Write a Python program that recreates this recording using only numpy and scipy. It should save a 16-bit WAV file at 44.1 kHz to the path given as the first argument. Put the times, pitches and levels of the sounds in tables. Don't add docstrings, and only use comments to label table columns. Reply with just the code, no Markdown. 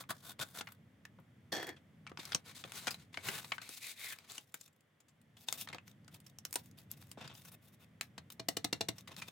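import sys
import numpy as np
from scipy import signal
from scipy.fft import rfft, irfft, next_fast_len
from scipy.io import wavfile

SR = 44100
rng = np.random.default_rng(int(sys.argv[2]) if len(sys.argv) > 2 else 0)


def generate_wav(sig):
    pcm = np.round(np.clip(np.atleast_2d(sig).T, -1, 1) * 32767).astype(np.int16)
    wavfile.write(sys.argv[1], SR, pcm)


N = 410571

# edge_hz.
# In stroke, snap and tap tables, level_db sets the treble (before gain_db); body_db, air_db add to it.
RANGE_EDGES_HZ = [105, 850, 3000, 9000, 17500]
# start_s, attack_s, hold_s, level_db, body_db, air_db
BAG_STROKES = [(2.17, 0.025, .17, -60.5, 2.5, -4), (2.44, 0.023, 0.048, -59, -0.5, -8.5),
               (2.545, 0.0074, 0.049, -57, -6.5, -6.5), (2.64, .01, 0.092, -64.5, 2, -5),
               (2.72, 0.054, 0.019, -49.5, -2.5, -3.5), (2.81, .01, 0.13, -58.5, -2, -7),
               (2.96, 0.044, .02, -66.5, -1.5, -9), (3.125, 0.0096, 0.087, -63, 1, -11),
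               (3.22, 0.048, .12, -49.5, 1.5, -1), (3.39, .01, 0.16, -61.5, -2.5, -2),
               (3.6, 0.032, 0.064, -60, -3.5, -6), (3.68, .04, 0.065, -53.5, -14, -2.5),
               (3.8, 0.031, 0.084, -49, -14.5, -4.5), (3.95, 0.083, 0.079, -51.5, -9.5, -0.5),
               (4.15, 0.011, 0.13, -71, 2.5, -9), (4.27, 0.041, 0.06, -55.5, -6, -6)]
# start_s, attack_s, hold_s, level_db, body_db, air_db
CARD_STROKES = [(4.4, 0.011, 0.13, -72, -11, -3), (4.54, 0.0054, .13, -68, -14, -3),
                (5.36, 0.047, 0.028, -65, -10, 0), (5.459, 0.023, 0.12, -55, -5.5, -1),
                (5.572, .03, 0.02, -44, -12, 2), (5.66, 0.012, 0.093, -72, 10.5, -13),
                (5.85, 0.028, 0.023, -70.5, -2, -4), (6.109, 0.026, 0.012, -65, 0, 2),
                (6.24, 0.015, 0.031, -68.5, -6, 0), (6.45, .01, 0.13, -72, -7, 5),
                (6.559, 0.013, .04, -60.5, -8, 0), (6.629, 0.014, .025, -67.5, -5, 6),
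                (6.77, 0.016, 0.035, -65.5, -3.5, 2.5), (6.896, 0.011, 0.022, -63, -5.5, -4),
                (6.95, 0.029, .15, -70, -3, 3), (7.17, 0.041, 0.11, -64, 7.5, -18),
                (7.335, 0.013, 0.14, -63.5, -4, 3), (7.5, 0.018, 0.026, -73.5, 4.5, 9),
                (7.61, 0.017, .06, -75.5, -1.5, 5), (7.719, 0.0094, 0.014, -74.5, -1, 6),
                (7.785, 0.018, .04, -74, 4, 3), (8.01, 0.016, .005, -59, -5, -1),
                (8.04, 0.0089, 0.019, -71, -4, -2), (8.305, .018, .001, -62.5, -8, 5.5),
                (8.94, .04, 0.025, -66, 0, 0), (9.074, 0.0082, 0.048, -69, 5.5, -8),
                (9.139, 0.046, 0.1, -57, -2.5, -5)]
# time_s, left_over_right_db
HAND_SIDE = [(.6, 1), (2.3, 1.5), (4.6, 2.2), (5.7, 1.3), (6.3, -2.5), (6.9, 1), (8.2, 1.5)]
CONTACT_S = .0085


def snaps(gain_db):
    # start_s, length_s, level_db, body_db, air_db, ring_hz
    events = [(.0382, .002, -72, 14.5, -12, 1230), (.3925, 0.0018, -50.5, 1, -17, 1100),
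              (.417, 0.0083, -45.5, -0.5, -9, 1380), (.5863, 0.0054, -45, -12, -9, 3700),
              (.609, 0.0063, -46, 3.5, -20, 1400), (.671, 0.0078, -70.5, 24.5, 7, 2150),
              (.686, .007, -72.5, 17, 6, 1330), (.7204, .004, -66.5, 5.5, 11, 12000),
              (1.052, 0.0028, -58.5, 8.5, -8, 1710), (1.199, .006, -85, 0, 10, 12900),
              (1.5224, 0.0043, -44, -13, -10, 3850), (1.628, 0.0042, -57.5, 15.5, 2, 1800),
              (1.6678, .006, -57, 8, 3, 1880), (1.6906, .003, -51, 4.5, -9, 2000),
              (1.763, 0.016, -72, 10.5, -18, 3320), (2.0665, .003, -67, 19, -28, 1330),
              (2.0735, .0015, -64.5, 16.5, -28, 2300), (2.095, .006, -67, 7, -12, 1070),
              (2.117, 0.0019, -80, 22.5, -10, 1230), (2.1731, 0.0015, -55.5, 10, -26, 5300),
              (2.193, .017, -50.5, -1, -30, 3530), (2.253, .003, -46, -24, -11, 4970),
              (2.3199, 0.0047, -45, 4, -30, 4960), (2.331, 0.0012, -52, 8, -16, 3450),
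              (2.3473, 0.0019, -27, -15.5, -36, 5840), (2.639, 0.0025, -55.5, 11, -25, 3440),
              (2.72, 0.0012, -50, -0.5, -8, 1420), (2.8695, .006, -38.5, 1.5, -18, 1920),
              (2.877, 0.0072, -38, 3.5, -20, 2360), (2.9061, 0.013, -42.5, -6, -4, 5000),
              (2.9428, 0.0044, -51.5, 3.5, -9, 3930), (3.142, .006, -59.5, 12.5, -12, 4000),
              (3.173, 0.0022, -53.5, 15.5, -37, 2210), (3.285, 0.0072, -41, 5.5, -10, 2000),
              (3.4449, 0.0025, -65.5, 18.5, -17, 3930), (3.5193, 0.0041, -50.5, 19, -25, 2280),
              (3.581, .003, -59.5, 17, -29, 1550), (3.616, 0.0079, -51.5, 0, -11, 2120),
              (3.691, 0.0017, -47.5, -24, -10.5, 9600), (4.122, 0.0097, -51, 0, 3, 2490),
              (4.1864, 0.0018, -56.5, -2, -7, 2300), (4.298, 0.0025, -52.5, -5.5, -32, 3520),
              (4.319, 0.00087, -51, -12, -5, 7000), (4.3802, 0.0021, -43.5, -8, -31, 2800),
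              (4.5417, 0.0044, -52.5, 6, 8, 7200), (4.611, 0.0036, -52.5, -20, -5, 7300),
              (4.6774, .006, -68, -1, -3, 7200), (4.728, .008, -81, -6, 2, 7500),
              (4.762, .004, -81.5, -6, 3, 12000), (4.807, .003, -76, -6, 0, 7200),
              (5.0024, .008, -67.5, -4.5, -5, 7060), (5.0827, 0.015, -69.5, -5, -7, 7410),
              (5.2145, .004, -78, -2, 5, 8860), (5.3675, .012, -63, -0.5, -12, 3400),
              (5.4853, 0.0024, -35, -9, -26, 3640), (5.5256, 0.0014, -35.5, -9.5, -5, 7300),
              (5.6737, .003, -62, 15, -14, 1850), (5.687, 0.0038, -51, 1.5, -26, 3820),
              (5.7283, 0.0075, -55.5, 11, -25, 2068), (5.7463, .001, -56.5, 7, -9, 700),
              (5.7835, .001, -68, 19, -30, 2620), (5.8785, .002, -60, -0.5, -7, 5750),
              (5.9135, .002, -65, -12, -9, 3600), (6.0455, 0.0021, -71.5, -12, -13, 4690),
              (6.079, 0.0031, -59.5, 0.5, -13, 1270), (6.1437, .0013, -56.5, -14, -10, 11100),
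              (6.202, .001, -64, -10, -3, 9300), (6.264, 0.0068, -57, -10, -5, 5600),
              (6.3862, 0.0013, -50.5, -15, -6.5, 5640), (6.4513, .0015, -42, -7.5, -3, 5700),
              (6.5088, .0013, -66, -8, 6, 8330), (6.5277, .0016, -45.5, -9, 4, 7100),
              (6.5403, 0.00063, -49, -8, 5, 8790), (6.5563, 0.0036, -34, -11, -4.5, 8860),
              (6.558, 0.0046, -52, 9, -10, 960), (6.712, .002, -67, -16, -4, 6720),
              (6.7866, .001, -61.5, -5, 2, 4720), (6.9145, 0.0012, -49, -25, 7.5, 11800),
              (7.0247, 0.0018, -65.5, 4.5, -3, 800), (7.115, 0.0013, -51, -9, -4, 8740),
              (7.2765, 0.0032, -53, -4, -16, 4800), (7.351, 0.0018, -57, -10, -20, 5100),
              (7.449, 0.014, -67, 8, 11, 6100), (7.518, 0.0087, -69, 4, 11, 10600),
              (7.844, .002, -76, 7, 1, 12000), (8.0108, 0.0012, -40, 1.5, -5.5, 3960),
              (8.179, 0.0064, -51.5, 2.5, -17.5, 4160), (8.302, 0.0026, -55.5, 0.5, -0.5, 3760),
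              (8.982, 0.0055, -50.5, -10.5, -12, 5700), (9.0083, .002, -60, -15, -5, 3500),
              (9.0743, 0.011, -56, 5, -7, 3800), (9.165, .001, -51, -7, -12, 4200),
              (9.184, .0015, -58, -12, -6, 3750), (9.2191, 0.011, -49, 6.5, -23, 2430)]
    rows = np.vstack([events, crinkles(BAG_STROKES + CARD_STROKES)])
    start_s, length_s, level_db, body_db, air_db, ring_hz = rows.T
    t = np.arange(SR // 16) / SR
    noise, sizes = rng.standard_normal((2, len(rows), len(t)))
    progress = t / (0.72 * length_s[:, None])
    burst = (1 - np.exp(-progress / 0.12)) * np.exp(-progress)
    shiver = from_db(-19) * np.exp(-t / 0.0092)
    cracks = noise * (from_db(3 * sizes) * burst + shiver)
    ringing = np.array([resonate(crack, [(hz, hz / 14, 9)]) for crack, hz in zip(cracks, ring_hz)])
    thud_db = -15.5 + 0.3 * body_db
    hits = balance_hits(ringing, range_gains(level_db, thud_db, body_db, air_db))
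    return from_db(gain_db) * place_hits(hits, start_s, np.interp(start_s, *np.transpose(HAND_SIDE)))


def crinkles(strokes, length_s=.003, low_hz=2500, high_hz=9100):
    start_s, attack_s, hold_s, level_db, body_db, air_db = np.transpose(strokes)
    when, pitch, size = rng.random((len(strokes), 3)).T
    snap_s = start_s + attack_s + when * hold_s
    snap_db = level_db - 5.5 + 4 * (2 * size - 1)
    ring_hz = low_hz * (high_hz / low_hz) ** pitch
    return np.transpose([snap_s, np.full(len(strokes), length_s), snap_db, body_db, air_db, ring_hz])


def nail_taps(slap=0.17, detune=0.025, lead_s=0.00148):
    # time_s, length_s, level_db, air_db
    taps = [(8.396, 0.0056, -47, -17), (8.4861, 0.0042, -36.5, -1), (8.5684, .0049, -39.5, -6.5),
            (8.6446, 0.0052, -37.5, -6), (8.7282, 0.0045, -36, -12), (8.8087, 0.0052, -37, -13),
            (8.886, 0.0054, -38.5, -6)]
    # pitch_hz, width_hz, gain_db
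    tones = [(117.5, 15, 13.5), (208, 74, 9.5), (306, 41, 16), (440, 65, 10.2), (689, 30, 10.2),
             (1314, 25, 1), (1960, 150, 3), (2390, 97, 2.6), (2820, 70, 11.5), (3640, 130, 7.2),
             (4120, 490, 13.3), (5350, 120, 2.7), (5670, 620, 9), (7500, 400, 3.2)]
    time_s, length_s, level_db, air_db = np.transpose(taps)
    t = np.arange(SR // 6) / SR
    progress = t / (0.59 * length_s[:, None])
    press = progress ** 2 * np.exp(2 * (1 - progress))
    shiver = from_db(-19) * np.minimum(progress, 1) * np.exp(-t / 0.021)
    forces = rng.standard_normal(progress.shape) * (press + shiver) + slap * (1 - progress) * press
    shifts = 1 + detune * rng.standard_normal((len(taps), len(tones)))
    ringing = np.array([resonate(force, [(hz * k, width, db) for (hz, width, db), k in zip(tones, shift)])
                        for force, shift in zip(forces, shifts)])
    hits = balance_hits(ringing, range_gains(level_db, thud_db=-2, body_db=-2.5, air_db=air_db))
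    return place_hits(hits, time_s - lead_s, np.interp(time_s, *np.transpose(HAND_SIDE)))


def scissors_cut():
    # start_s, attack_s, hold_s, level_db, body_db, air_db
    strokes = [(0, 0.0023, 0.017, -56, -0.5, 1.5), (.089, 0.011, 0.012, -43, -0.5, -3.5),
               (.13, 0.018, 0.063, -67, -9, -3), (.215, 0.079, .025, -54.5, -4.5, 0.5),
               (.386, 0.028, 0.016, -46, -4, -5), (.44, .01, .08, -67, -4.5, 2),
               (.53, 0.037, 0.032, -50.5, -3.5, -2), (.63, .01, 0.11, -76.5, 1, 1)]
    # pitch_hz, width_hz, gain_db
    tones = [(135, 48, 11), (200, 43, -2), (667, 130, 1.5), (1116, 230, 4), (1485, 190, 10),
             (3530, 370, 7.5), (4400, 110, -6)]
    return rubbing(strokes, tones, release_s=0.008, thud_db=0, slips_per_s=3400, slip_spread_db=2,
                   hiss=0.7, judder_db=4, judders_per_s=270, gain_db=-2, pan_db=0)


def scissors_skid():
    # start_s, attack_s, hold_s, level_db, body_db, air_db
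    strokes = [(1.519, 0.0059, 0.044, -42, -0.5, -26), (1.57, 0.008, 0.066, -53, 5, -18),
               (1.655, .02, 0.027, -60.5, 11, -10), (1.705, 0.011, 0.019, -74, 10, -15)]
    # pitch_hz, width_hz, gain_db
    tones = [(324, 75, 13), (437, 190, 9), (760, 74, 7), (1773, 155, 17), (3350, 81, 19), (4380, 170, 10.4),
             (5620, 400, 5.2), (13200, 1200, 6)]
    return rubbing(strokes, tones, release_s=0.012, thud_db=0.5, slips_per_s=1200, slip_spread_db=1.5,
                   hiss=0.2, judder_db=1, judders_per_s=220, gain_db=-2, pan_db=0.5)


def bag_rub():
    # pitch_hz, width_hz, gain_db
    tones = [(108, 34, 12), (421, 79, -1), (1503, 180, -12.5), (2247, 160, -3.5), (3820, 400, 1)]
    return rubbing(BAG_STROKES, tones, release_s=0.022, thud_db=-7, slips_per_s=2000, slip_spread_db=3.5,
                   hiss=1, judder_db=2.4, judders_per_s=130, gain_db=-1.5, pan_db=1.5)


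def card_rub():
    # pitch_hz, width_hz, gain_db
    tones = [(121, 60, 8.5), (672, 58, -6), (2670, 210, 1), (3630, 360, 5), (5480, 500, -2.5),
             (14000, 2000, -1)]
    return rubbing(CARD_STROKES, tones, release_s=.014, thud_db=-0.5, slips_per_s=830, slip_spread_db=1.5,
                   hiss=0.85, judder_db=6, judders_per_s=92, gain_db=-2.5, pan_db=0.5)


def rubbing(strokes, tones, release_s, thud_db, slips_per_s, slip_spread_db,
            hiss, judder_db, judders_per_s, gain_db, pan_db):
    t = np.arange(SR // 3) / SR
    power = np.zeros((4, N))
    for start_s, attack_s, hold_s, level_db, body_db, air_db in strokes:
        gains = range_gains(level_db, thud_db + body_db, body_db, air_db)
        add(power, np.outer(gains, stroke_pressure(t, attack_s, hold_s, release_s)) ** 2, start_s)
    touching = np.flatnonzero(power[0])
    size = len(touching)
    slips = rng.random(size) < slips_per_s / SR
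    slip_sizes = from_db(slip_spread_db * np.minimum(rng.exponential(1, size), 4))
    clicks = unit_level(slips * slip_sizes * rng.choice([-1, 1], size))
    force = (clicks + hiss * rng.standard_normal(size)) * from_db(judder_db * drift(judders_per_s, size))
    ringing = resonate(bending(force), tones)
    out = np.zeros(N)
    for k, gain in enumerate(np.sqrt(power[:, touching])):
        out[touching] += gain * unit_level(pitch_range(ringing, k))
    return panned(from_db(gain_db) * out, pan_db)


def stroke_pressure(t, attack_s, hold_s, release_s, sag_db_per_s=20):
    held_s = np.maximum(t - attack_s, 0)
    release = np.exp(-np.maximum(held_s - hold_s, 0) / release_s)
    return np.clip(t / attack_s, 0, 1) * from_db(-sag_db_per_s * held_s) * release


def bending(x, depth_db=8.5):
    return x + sum(resonance(x, hz, hz / 6) * from_db(depth_db * (drift(17, len(x)) - 2.5))
                   for hz in np.geomspace(600, 14000, 12))


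def hand_gap(width_hz, overtone_ratio, overtone_db, release_s, judder_db, gain_db, pan_db):
    # start_s, attack_s, hold_s, level_db
    slides = [(3.58, .05, 0.16, -59.5), (3.801, 0.035, 0.083, -52), (3.941, .11, 0.079, -48.5)]
    # time_s, pitch_hz
    glide = [(3.6, 2450), (4.05, 2175), (4.13, 1902)]
    t = np.arange(N) / SR
    pressure = sum(from_db(level_db) * stroke_pressure(t - start_s, attack_s, hold_s, release_s)
                   for start_s, attack_s, hold_s, level_db in slides)
    phase = 2 * np.pi * np.cumsum(np.interp(t, *np.transpose(glide))) / SR
    smoothing = signal.butter(2, width_hz / 2, fs=SR, output="sos")
    slow_noise = signal.sosfilt(smoothing, rng.standard_normal((2, N)) + 1j * rng.standard_normal((2, N)))
    lower, upper = np.real(slow_noise * np.exp(1j * np.outer([1, overtone_ratio], phase)))
    ringing = unit_level(lower + from_db(overtone_db) * upper) * from_db(judder_db * drift(500, N))
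    return panned(ringing * pressure * from_db(gain_db), pan_db)


def table_bumps(decay_s, low_hz, high_hz, gain_db, pan_db):
    # start_s, level_db
    bumps = [(.394, -50.5), (.609, -50.5), (1.187, -59), (1.526, -45), (2.116, -52), (2.19, -50.5),
             (2.349, -45), (2.646, -52.5), (2.872, -43), (3.173, -49), (3.288, -47), (3.69, -59.5),
             (4.38, -61), (4.542, -61), (5.746, -50.5), (6.557, -47.5), (7.174, -50.5), (8.179, -55),
             (9.09, -60)]
    start_s, level_db = np.transpose(bumps)
    t = np.arange(SR // 10) / SR
    thuds = band(rng.standard_normal((len(bumps), len(t))) * np.exp(-t / decay_s), low_hz, high_hz)
    strength = np.sqrt(np.sum(thuds ** 2, axis=1) / (CONTACT_S * SR))
    gains = from_db(level_db + gain_db) / strength
    return place_hits(thuds * gains[:, None], start_s, np.full(len(bumps), pan_db))


def room(x, scatter_db, scatter_low_hz, shade, shade_hz, tail_db, gap_s):
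    # pitch_hz, fade_s
    fade_times = [(200, 0.11), (530, 0.16), (1400, 0.13), (3700, 0.082), (10000, 0.057)]
    t = np.arange(SR // 3) / SR
    noise = rng.standard_normal((2, 2, len(t)))
    edges_hz = np.geomspace(70, 18000, 9)
    tail = sum(band(noise[k % 2], low, high) * from_db(-60 * t / at_hz(fade_times, np.sqrt(low * high)))
               for k, (low, high) in enumerate(zip(edges_hz, edges_hz[1:])))
    tail *= np.clip(t / gap_s - .5, 0, 1)
    scatter = rng.standard_normal(len(t)) * t * np.exp(-2 * t / gap_s)
    scatter = band(scatter, scatter_low_hz, 12000, order=1)
    response = from_db(tail_db) * unit_level(tail) / np.sqrt(len(t))
    response += from_db(scatter_db) * unit_level(scatter) / np.sqrt(len(t)) * [[1], [-1]]
    response[:, 0] += [1, 1 - shade]
    smear = np.exp(-2 * np.pi * shade_hz * t)
    response[1] += shade * smear / smear.sum()
    return signal.fftconvolve(x, response, axes=1)[:, :N]


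def background(split_hz, rumble_gain_db, waver_db, hiss_db, follow):
    # pitch_hz, relative_db
    colour = [(15, -73.5), (25, -68.5), (92, 1.5), (157, 0.5), (249, -6.5), (384, -22.5), (560, -28.5),
              (714, -35.5), (911, -40.5), (1610, -40.5), (2000, -37.5), (2550, -45.5), (3430, -44.5),
              (3920, -53), (16000, -61)]
    # time_s, level_db
    levels = [(0.0, -65), (0.67, -65.5), (1.04, -67), (1.53, -65), (3.4, -63), (3.81, -75), (5.03, -79.5),
              (5.63, -63.5), (6.35, -67), (6.71, -64.5), (7.31, -64), (7.54, -67.5), (8.61, -62),
              (9.31, -66)]
    size = next_fast_len(N, True)
    hz = np.fft.rfftfreq(size, 1 / SR)
    middle, side = rfft(rng.standard_normal((2, size))) * from_db(at_hz(colour, hz))
    side = side * [[1], [-1]]
    low_share = 1 / (1 + (hz / split_hz) ** 4)
    rumble = unit_level(irfft((middle + 0.11 * side) * low_share)[:, :N])
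    hiss = unit_level(irfft((middle + 0.65 * side) * (1 - low_share))[:, :N])
    level_db = np.interp(np.arange(N) / SR, *np.transpose(levels))
    rumble *= from_db(level_db + rumble_gain_db + waver_db * drift(12, N))
    hiss *= from_db(hiss_db + follow * (level_db - np.median(level_db)))
    return rumble + hiss


def from_db(db):
    return 10 ** (np.asarray(db) / 20)


def unit_level(x):
    return x / np.sqrt(np.mean(x ** 2) + 1e-20)


def at_hz(points, hz):
    pitch_hz, values = np.transpose(points)
    return np.interp(np.log(np.maximum(hz, 1)), np.log(pitch_hz), values)


def band(x, low_hz, high_hz, order=2):
    return signal.sosfilt(signal.butter(order, [low_hz, high_hz], "band", fs=SR, output="sos"), x)


def drift(per_s, size):
    return np.interp(np.arange(size) * per_s / SR, np.arange(size), rng.standard_normal(size))


def resonance(x, hz, width_hz):
    r = np.exp(-np.pi * width_hz / SR)
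    feedback = [1, -2 * r * np.cos(2 * np.pi * hz / SR), r * r]
    return signal.lfilter(np.array([1, 0, -1]) * (1 - r * r) / 2, feedback, x + 1e-18)


def resonate(x, tones):
    return x + sum(from_db(db) * resonance(x, hz, width_hz) for hz, width_hz, db in tones)


def pitch_range(x, k):
    return (-1) ** k * band(x, *RANGE_EDGES_HZ[k:k + 2])


def range_gains(level_db, thud_db, body_db, air_db):
    return from_db([level_db + thud_db, level_db + body_db, level_db, level_db + air_db])


def balance_hits(hits, gains):
    out = 0
    for k, gain in enumerate(gains):
        part = pitch_range(hits, k)
        strength = np.sqrt(np.mean(part[:, :int(CONTACT_S * SR)] ** 2, axis=1))
        out = out + part * (gain / strength)[:, None]
    return out


def panned(x, pan_db):
    return x * from_db([[pan_db / 2], [-pan_db / 2]])


def add(out, sound, start_s):
    start = int(start_s * SR)
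    out[:, start:start + sound.shape[1]] += sound[:, :N - start]


def place_hits(hits, starts_s, pans_db):
    out = np.zeros((2, N))
    for hit, start_s, pan_db in zip(hits, starts_s, pans_db):
        add(out, panned(hit, pan_db), start_s)
    return out


def scene():
    handling = scissors_cut() + scissors_skid() + bag_rub() + card_rub()
    handling += hand_gap(width_hz=620, overtone_ratio=1.72, overtone_db=-4, release_s=.012,
                         judder_db=2.5, gain_db=-1, pan_db=1.5)
    handling += snaps(gain_db=-2)
    handling += table_bumps(decay_s=0.0062, low_hz=129, high_hz=791, gain_db=2, pan_db=1.2)
    handling += nail_taps()
    handling = band(handling + 1e-18, 75, 19000)
    in_room = room(handling, scatter_db=-9.5, scatter_low_hz=1700, shade=0.36, shade_hz=2450,
                   tail_db=-12.5, gap_s=0.0024)
    return in_room + background(split_hz=577, rumble_gain_db=2, waver_db=1.5, hiss_db=-73.5, follow=0.26)


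def record(dry):
    bright = resonate(dry, [(14740, 330, -6.0)])
    return signal.sosfilt(signal.ellip(10, .1, 70, 16400, fs=SR, output="sos"), bright)


dry = scene()
out = record(dry)
generate_wav(out)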